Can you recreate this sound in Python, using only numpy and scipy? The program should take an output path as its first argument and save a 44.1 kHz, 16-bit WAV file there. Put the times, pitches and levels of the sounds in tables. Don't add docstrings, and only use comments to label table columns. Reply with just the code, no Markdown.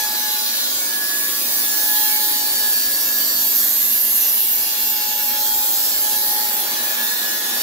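import sys
import numpy as np
from scipy import signal
from scipy.fft import irfft
from scipy.io import wavfile
from scipy.ndimage import uniform_filter1d, map_coordinates

SR = 44100
rng = np.random.default_rng(int(sys.argv[2]) if len(sys.argv) > 2 else 0)


def log_audio(samples):
    frames = np.atleast_2d(samples).T
    limited = np.clip(frames, -1, 1)
    pcm = np.round(limited * 32767).astype(np.int16)
    wavfile.write(sys.argv[1], SR, pcm)


N = 336042
TIME = np.arange(N) / SR
TOOTH_HZ, ROLLER_HZ, WHEEL_HZ, LOOP_HZ = 847.3, 112.36, 12.55, 4.1


def gain_of(db):
    return 10 ** (np.asarray(db) / 20)


def unit_rms(x):
    return x / np.sqrt(np.mean(abs(x) ** 2) + 1e-20)


def at_time(table, t=TIME):
    times, *columns = np.transpose(table)
    return np.squeeze([np.interp(t, times, column) for column in columns])


def at_pitch(table, hz):
    f, value = np.transpose(table)
    return np.interp(np.log(hz + 1), np.log(f + 1), value)


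def wander(rate):
    f = np.geomspace(.1 * rate, rate, num=16)[:, None]
    coarse = TIME[::256]
    slow = (np.sin(2 * np.pi * (f * coarse + rng.random((16, 1)))) / np.sqrt(f)).sum(0)
    return np.interp(TIME, coarse, unit_rms(slow))


def patches(shape, bins, frames):
    noise = uniform_filter1d(rng.standard_normal(shape), bins, axis=0)
    noise = uniform_filter1d(noise, frames, axis=1)
    return unit_rms(uniform_filter1d(noise, frames, axis=1))


def spinning_noise(turns, memory, strength, size):
    rows, keep = int(turns[-1]) + 2, np.exp(-1 / memory)
    a, b = rng.standard_normal((2, rows + 60, len(strength)))
    harmonics = signal.lfilter([1], [1, -keep], a + 1j * b, axis=0)[60:] * strength
    pattern = irfft(np.pad(harmonics, ((0, 0), (1, 0))), size, axis=1)
    pattern = np.hstack([pattern, pattern[:, :1]])
    return unit_rms(map_coordinates(pattern, [turns, turns % 1 * size], order=1))


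ROLLER_HARMONICS = [-16, -34, -6.5, -42, -2, -15, 2.5, 2.5, -5.5, -5.5, -18, -10, -36, -40, -9.5, -20, -8,
                    -19, -3, 2, -25, 2, -20, 1, -14, 2, -7, -4, 1.5]
# f/Hz, level/dB
ROLLER_SHARE = [(300, -11.5), (1200, -3), (2500, -1), (4500, -1.5), (6500, -1), (10000, -4), (15000, -4)]
WHEEL_SHARE = [(100, -16), (250, -9), (500, -9.5), (1000, -8), (2500, -1.5), (6000, -43)]
# f/Hz, level/dB
COLOUR = [(18, -35), (40, -24.5), (140, -20), (215, -8), (280, -7.5), (550, -5), (1260, -16), (1750, -6.5),
          (2100, -8.5), (4100, 1.5), (7250, -5), (8550, -12.5), (11500, -6.5), (15400, -10.5)]


def hiss_roller_wheels(roller_turns, knock, swell_db=3.6):
    harmonics = gain_of(np.pad(ROLLER_HARMONICS, (0, 150 - len(ROLLER_HARMONICS))))
    hiss = rng.standard_normal(N) * knock
    roller = spinning_noise(roller_turns, 6.1, harmonics, size=2048) * knock
    wheels = spinning_noise(TIME * WHEEL_HZ, 7.1, np.ones(400), size=4096)
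    hz, t, parts = signal.stft(np.array([hiss, roller, wheels]), SR, nperseg=2048, noverlap=1536)
    power = uniform_filter1d((abs(parts) ** 2).mean(2), size=41, axis=1)
    parts /= np.sqrt(power)[:, :, None] + 1e-9
    swell = swell_db * patches(parts[1].shape, bins=6, frames=10)
    parts[1] *= gain_of(swell - np.log(10) / 20 * swell_db ** 2)
    shares = gain_of([0 * hz, at_pitch(ROLLER_SHARE, hz), at_pitch(WHEEL_SHARE, hz)])
    shares *= hz < [[16500], [16500], [4800]]
    mix = (parts * shares[:, :, None]).sum(0) / (np.linalg.norm(shares, axis=0)[:, None] + 1e-9)
    return hz, t, mix * gain_of(at_pitch(COLOUR, hz))[:, None]


# start t/s, end t/s, from f/Hz, to f/Hz, width/Hz, level/dB
HISS_BANDS = [(-2, 1.1, 11300, 11000, 400, -2.5), (-1.5, 1.3, 11400, 11400, 440, 4.5),
              (1.4, 2.3, 14800, 15000, 1100, 5.5), (1.2, 2.7, 10550, 10100, 300, 6),
              (2, 2.25, 11400, 12000, 310, 4.5), (2.8, 2.5, 12000, 14300, 500, 6.5),
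              (4, 2.3, 12500, 12000, 300, 8), (1.5, 6, 8700, 8300, 300, 3.5),
              (3.5, 4.76, 11250, 11200, 500, 6), (1, 5.2, 15000, 14000, 550, 4),
              (3, 5.3, 7200, 7500, 330, 3.5), (4, 4.5, 11300, 12200, 660, 1.5),
              (2.5, 5.2, 12800, 13000, 400, 5), (5.5, 6.6, 7450, 7700, 200, 5.5),
              (4, 7, 13700, 15000, 400, 4.5), (6, 6.9, 11700, 11800, 400, 3.5),
              (6, 3.7, 12300, 12300, 320, 8), (5, 7.2, 13000, 13600, 370, 6.5),
              (6.4, 7.7, 6500, 6900, 250, -2), (12, 8, 11400, 11400, 400, 4)]


def hiss_bands_db(hz, t):
    out = np.zeros((len(hz), len(t)))
    for start, end, from_hz, to_hz, width_hz, db in HISS_BANDS:
        progress = np.clip((t - start) / (end - start), 0, 1)
        centre = from_hz + (to_hz - from_hz) * progress
        swell = np.sqrt(np.sin(np.pi * progress).clip(0))
        out += db * swell * np.exp(-2 * ((hz[:, None] - centre) / width_hz) ** 2)
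    return out


# t/s, level/dB
RUMBLE = [(0, 2), (2, 3), (3.6, 4), (4.6, 2.5), (5.3, 2), (5.8, -1), (7.62, -0.5)]


def rumble_db(hz, t, below_hz=160):
    return at_time(RUMBLE, t) / (1 + (hz[:, None] / below_hz) ** 6)


# from f/Hz, to f/Hz, centre f/Hz
RANGES = [(170, 800, 500), (900, 1600, 1250), (1750, 3100, 2400), (3100, 7500, 4500), (7500, 9500, 8500),
          (9500, 12500, 11000), (12500, 15700, 14000)]
# level/dB, then how much each follows the walk's low, middle, high and top levels
RANGE_LEVELS = [(-43.5, 2.1, 0, 0.28, 0.33), (-39.5, 2.14, 0.33, 0.45, 0), (-38.5, 0.93, 0.31, 0, 0.08),
                (-28, 0, 1, 0.14, 0.04), (-32.5, 0.017, 0.55, 0.71, 0.04), (-23, 0.48, 0.65, 0.6, 0.63),
                (-20.5, 0.051, 0, 0, 0.57)]


def loudness_db(mix, hz, walk_db):
    power = (abs(mix) ** 2).mean(1) * 2 / 1.5
    now = 10 * np.log10([power[(hz > low) & (hz < high)].sum() for low, high, _ in RANGES])
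    wanted = np.array(RANGE_LEVELS) @ [np.ones(mix.shape[1]), *walk_db]
    blend = np.array([np.interp(np.log(hz + 1), np.log(RANGES)[:, 2], row) for row in np.eye(len(RANGES))])
    return blend.T @ (wanted - now[:, None])


def shimmer_db(shape, hz, treble, streak_db=1.2, patch_db=.8, glint_db=2.7, flutter_db=1.2):
    streaks = streak_db * patches(shape, bins=9, frames=36) + patch_db * patches(shape, bins=50, frames=60)
    flicker = .74 * patches(shape, bins=300, frames=6)
    middle = np.exp(-.5 * (np.log(hz / 4000 + 1e-9) / 1.48) ** 2)[:, None]
    glints = glint_db * patches(shape, bins=5, frames=9)
    flutter = flutter_db * patches(shape, bins=70, frames=4)
    spread = (middle * glint_db) ** 2 + treble ** 2 * (streak_db ** 2 + patch_db ** 2)
    return treble * (streaks + flicker) + middle * (glints + flutter) - np.log(10) / 20 * spread


# f/Hz, lead/rad
HOUSING_LEAD = [(2500, -1.5), (5000, 0.02), (10000, 0.22), (11200, 2.1), (12200, 0.9), (13700, 3.5),
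                (14500, 1.5), (14900, 4), (15700, 2)]
# t/s, left delay/us, then low, middle, high and top level/dB
WALK = [(0, 37, 0.81, 1.5, -2.5, -5), (.5, 54, -0.27, 2.1, -4, -3), (1.1, 77.6, -0.26, -1.5, 0.5, 0),
        (1.5, 92, -0.31, -0.5, 1, -1.5), (2.0, 114.4, 0, 1.4, -1.5, 0.5), (2.4, 125, -0.32, 0.41, -2.5, 0),
        (3.0, 153.4, -0.27, -0.7, 1, -1.5), (3.6, 175, -1.3, -0.4, 1.5, 3.5),
        (4.0, 184, -1.8, -2.1, 1.5, 2.5), (4.5, 199, -1.5, -0.2, -2, 0.5),
        (5.05, 187, -0.38, 1, -4.5, -2.5), (5.5, 145, -0.63, -0.7, 0, -1), (5.9, 153, 0, 1, -3, 2),
        (6.3, 125, 0.73, 0, -3, 0.5), (6.701, 128, 1.7, -2, -1.5, -4.5), (7.0, 162, 1.4, 1, -3.5, -2),
        (7.3, 155, 1.3, -0.5, -3, -2.5), (7.62, 137, 2.2, 2.8, -4.5, -1)]


def left_lead(hz, t):
    delay_s = at_time(WALK, t)[0] / 10 ** 6
    aimed = np.clip((hz - 1550) / (2770 - 1550), 0, 1)
    return aimed * (at_pitch(HOUSING_LEAD, hz) - 2 * np.pi * hz * delay_s)


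# f/Hz, level/dB
WIDTH = [(30, -3), (60, -6), (110, -10), (200, -13.5), (380, -10), (700, -7.5), (1290, -3), (2380, 0),
         (4400, -1), (8120, -3.5), (10000, -1.5), (11500, -6.5), (15000, -5)]
# f/Hz, level/dB
BALANCE = [(60, 0), (240, 0), (950, 1), (3770, -1), (15000, -1.5)]


def running_saw():
    roller_turns = np.cumsum(ROLLER_HZ * (1 + .001253 * wander(8))) / SR
    knock = 1 + sum(depth * np.cos(2 * np.pi * (k * roller_turns + rng.random()))
                    for k, depth in enumerate((.077, .03, .023, .025, .02), start=1))
    layers = []
    for is_opposite in (False, True):
        hz, t, mix = hiss_roller_wheels(roller_turns, knock)
        mix *= gain_of(hiss_bands_db(hz, t) + rumble_db(hz, t))
        walk_db = at_time(WALK, t)[1:]
        treble = np.clip((hz / 11500) ** 4.3, 0, 1)[:, None]
        top_db = treble * walk_db[-1]
        width = gain_of(at_pitch(WIDTH, hz)[:, None] - .85 * top_db)
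        share = (width if is_opposite else 1) / np.sqrt(1 + width ** 2)
        mix *= gain_of(loudness_db(mix, hz, walk_db) + shimmer_db(mix.shape, hz, treble))
        layers.append(mix * share)
    shared, opposite = layers
    pan_db = at_pitch(BALANCE, hz)[:, None] - .3 * top_db
    lean = gain_of(pan_db / 2) * np.exp(.5j * left_lead(hz[:, None], t))
    pair = np.array([(shared + opposite) * lean, (shared - opposite) / lean])
    return signal.istft(pair, SR, nperseg=2048, noverlap=1536)[1][:, :N]


def rough_tone(hz, fuzz, width_hz, t=TIME):
    keep = np.exp(-np.pi * width_hz / SR)
    a, b = rng.standard_normal((2, len(t)))
    noise = unit_rms(signal.lfilter([1], np.convolve([1, -keep], [1, -keep]), a + 1j * b))
    return unit_rms(1 + fuzz * noise) * np.exp(2j * np.pi * (hz * t + rng.random()))


def in_stereo(tone, level_db, pan_db, lead):
    lean = gain_of(pan_db / 2) * np.exp(.5j * lead)
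    return np.sqrt(2) * gain_of(level_db) * np.real([tone * lean, tone / lean])


# t/s, level/dB
WHINE = [(0, -34.5), (.4, -36), (.55, -47), (1.04, -54), (1.5, -50), (1.75, -43.5), (1.97, -34.5),
         (2.3, -37), (2.68, -42), (2.8, -55), (3.05, -38), (3.4, -79), (3.9, -49), (4.6, -47), (5.1, -37),
         (5.4, -34), (5.6, -36), (5.95, -46.5), (6.01, -39.5), (6.4, -32.5), (6.65, -37.5), (6.85, -44),
         (7.05, -31), (7.62, -42)]
OCTAVE = [(0, -33.5), (.33, -38), (.42, -44), (.55, -38), (.75, -46), (.95, -32), (1.08, -30.5),
          (1.22, -32.5), (1.36, -36), (1.42, -47), (1.62, -38), (1.85, -33), (2.1, -33.5), (2.2, -38),
          (2.4, -47), (2.65, -34), (2.95, -37), (3.16, -35), (3.25, -39), (3.42, -39.5), (3.6, -42),
          (4.03, -43.5), (4.5, -49), (4.97, -44), (5.5, -54), (5.73, -56), (5.95, -42), (6.3, -41),
          (6.6, -41), (6.75, -36.5), (6.95, -32.5), (7.15, -33.5), (7.43, -35.5), (7.62, -34.5)]
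# t/s, level/dB
BEAT = [(0, -15), (5.6, -15), (6.1, -6), (6.6, -8), (7.0, -7), (7.62, -8)]
# t/s, whine lead/rad, octave lead/rad
TEETH_LEAD = [(0, 0.5, 0.66), (.5, 0, 2), (1.1, 4, 0.96), (1.65, 0.5, 0.5), (2.1, 0.3, 0.46),
              (2.6, 0.5, 0.77), (3.1, 4, 1.4), (4.6, 0.5, 1.4), (5.2, 0, 0.75), (6.0, 0.8, 1.1),
              (6.5, -0.2, 2), (6.8, 1.1, 4.5), (7.05, 2.5, 4.5), (7.35, 3.5, 5.3), (7.62, 5, 4.5)]


def blade_teeth(pan_db=1):
    whine_lead, octave_lead = at_time(TEETH_LEAD)
    octave_db = at_time(OCTAVE)
    throb = 1 + .08 * np.cos(2 * np.pi * LOOP_HZ * TIME)
    whine = in_stereo(rough_tone(TOOTH_HZ, .2, 16), at_time(WHINE), pan_db, whine_lead)
    octave = in_stereo(rough_tone(2 * TOOTH_HZ, .22, 30), octave_db, pan_db, octave_lead)
    beat = in_stereo(rough_tone(15 * ROLLER_HZ, .6, 25), octave_db + at_time(BEAT), pan_db, octave_lead)
    return throb * (whine + octave) + beat


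# start t/s, end t/s, f/Hz, level/dB, left lead halfway through/rad
RINGS = [(0.0, 0.7, 3937.0, -36.3, -2.23), (0.0, 0.84, 1127.0, -50.1, -0.39),
         (0.0, 0.86, 4612.0, -41.4, -2.31), (0.0, 0.72, 4048.0, -33.5, -2.53),
         (0.8, 1.3, 4048.0, -41.0, -2.53), (0.07, 1.23, 1461.0, -47.6, 0.24),
         (0.14, 0.63, 4950.0, -41.7, -1.44), (0.16, 1.53, 3597.0, -39.7, -2.76),
         (0.51, 2.79, 4830.0, -41.8, -2.98), (0.6, 1.5, 289.4, -53.3, 0.03),
         (0.81, 2.46, 4943.0, -41.2, -2.88), (0.88, 1.79, 1125.0, -48.1, 0.16),
         (1.09, 3.18, 3706.0, -39.0, 3.12), (1.21, 1.83, 4493.0, -40.6, 3.13),
         (1.5, 2.6, 289.4, -48.6, -0.12), (1.56, 2.37, 2919.0, -45.7, -2.62),
         (1.72, 2.32, 5281.0, -41.0, -2.69), (1.76, 2.44, 4044.0, -38.0, 2.0),
         (1.95, 2.3, 3258.0, -40.5, -0.48), (1.97, 2.72, 3593.0, -42.1, 2.48),
         (2.09, 3.72, 5057.0, -39.5, 0.83), (2.1, 2.7, 1798.0, -47.9, 0.99),
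         (2.14, 3.53, 5617.0, -41.7, 0.49), (2.1, 3.55, 4497.0, -32.2, 1.01),
         (2.3, 3.2, 1618.0, -51.0, 0.34), (2.6, 3.9, 289.4, -50.4, -0.22),
         (2.93, 4.41, 1126.0, -51.3, 0.21), (3.0, 3.46, 3824.0, -39.6, 2.84),
         (3.2, 3.55, 4614.0, -38.1, 0.4), (3.65, 4.3, 2029.0, -45.7, -1.58),
         (3.75, 5.5, 2812.0, -41.5, 1.84), (3.8, 4.5, 2700.0, -45.6, 0.88),
         (3.97, 5.53, 2255.0, -49.8, 0.15), (4.37, 5.87, 1462.0, -51.3, 0.59),
         (4.55, 5.13, 5067.0, -40.2, 1.86), (4.57, 5.18, 4056.0, -40.5, 2.73),
         (4.6, 5.4, 2700.0, -41.9, 1.04), (4.81, 5.57, 3482.0, -43.3, 0.52),
         (4.85, 5.83, 786.0, -48.7, -0.11), (4.9, 6.7, 565.2, -52.3, -0.34),
         (5.27, 5.85, 4155.0, -40.3, 1.15), (5.35, 5.75, 3257.0, -41.9, -0.66),
         (5.5, 7.64, 347.2, -57.3, -0.02), (5.8, 6.92, 4492.0, -39.1, 2.04),
         (6.2, 7.0, 1869.0, -47.1, -0.47), (6.39, 7.55, 3388.0, -44.5, -0.13),
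         (6.5, 7.13, 2357.0, -48.3, -1.18), (6.57, 7.43, 2539.0, -46.6, 2.25),
         (6.8, 7.3, 1798.0, -46.1, -1.36), (6.83, 7.64, 1458.0, -46.7, -0.25),
         (6.99, 7.64, 3592.0, -39.3, 0.85), (7.0, 7.64, 1869.0, -43.5, -0.18),
         (7.01, 7.64, 4040.0, -39.9, 2.61), (7.06, 7.52, 4487.0, -40.2, -2.69),
         (7.08, 7.64, 5385.0, -40.6, 1.9)]


def ringing_tones():
    out = np.zeros((2, N + SR))
    for start, end, hz, db, mid_lead in RINGS:
        at = round(max(start - .1, 0) * SR)
        t = np.arange(round((end + .1076) * SR) - at) / SR
        tone = rough_tone(hz, .22 + hz / 11000, hz / 80, t) * signal.windows.tukey(len(t), .45)
        lead = mid_lead + left_lead(hz, at / SR + t) - left_lead(hz, (start + end) / 2)
        out[:, at:at + len(t)] += in_stereo(tone, db, pan_db=-2.5 * min(hz / 4000, 1), lead=lead)
    return out[:, :N]


# f/Hz, level/dB
HUMS = [(211.3, -71.5), (226.1, -61.5), (235.5, -56), (239.6, -55), (247.6, -63), (282.6, -64.5),
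        (289.4, -66), (314.9, -59.5), (339.1, -68.5), (347.2, -56), (407.8, -62.5), (508.7, -60),
        (565.2, -67), (693.1, -60.5)]


def hums():
    out = np.zeros((2, N))
    for hz, db in HUMS:
        tone = np.exp(1j * (2 * np.pi * (hz * TIME + rng.random()) + .5 * wander(3)))
        out += in_stereo(tone, db + 2.2 * wander(1.5), pan_db=.5, lead=.12 * wander(.6))
    return out


def scene():
    return running_saw() + blade_teeth() + ringing_tones() + hums()


def record(dry):
    lowpass = signal.firwin(4095, cutoff=15735, window=("kaiser", 10), fs=SR)
    return signal.oaconvolve(dry, lowpass[None], "same")


dry = scene()
out = record(dry)
log_audio(out)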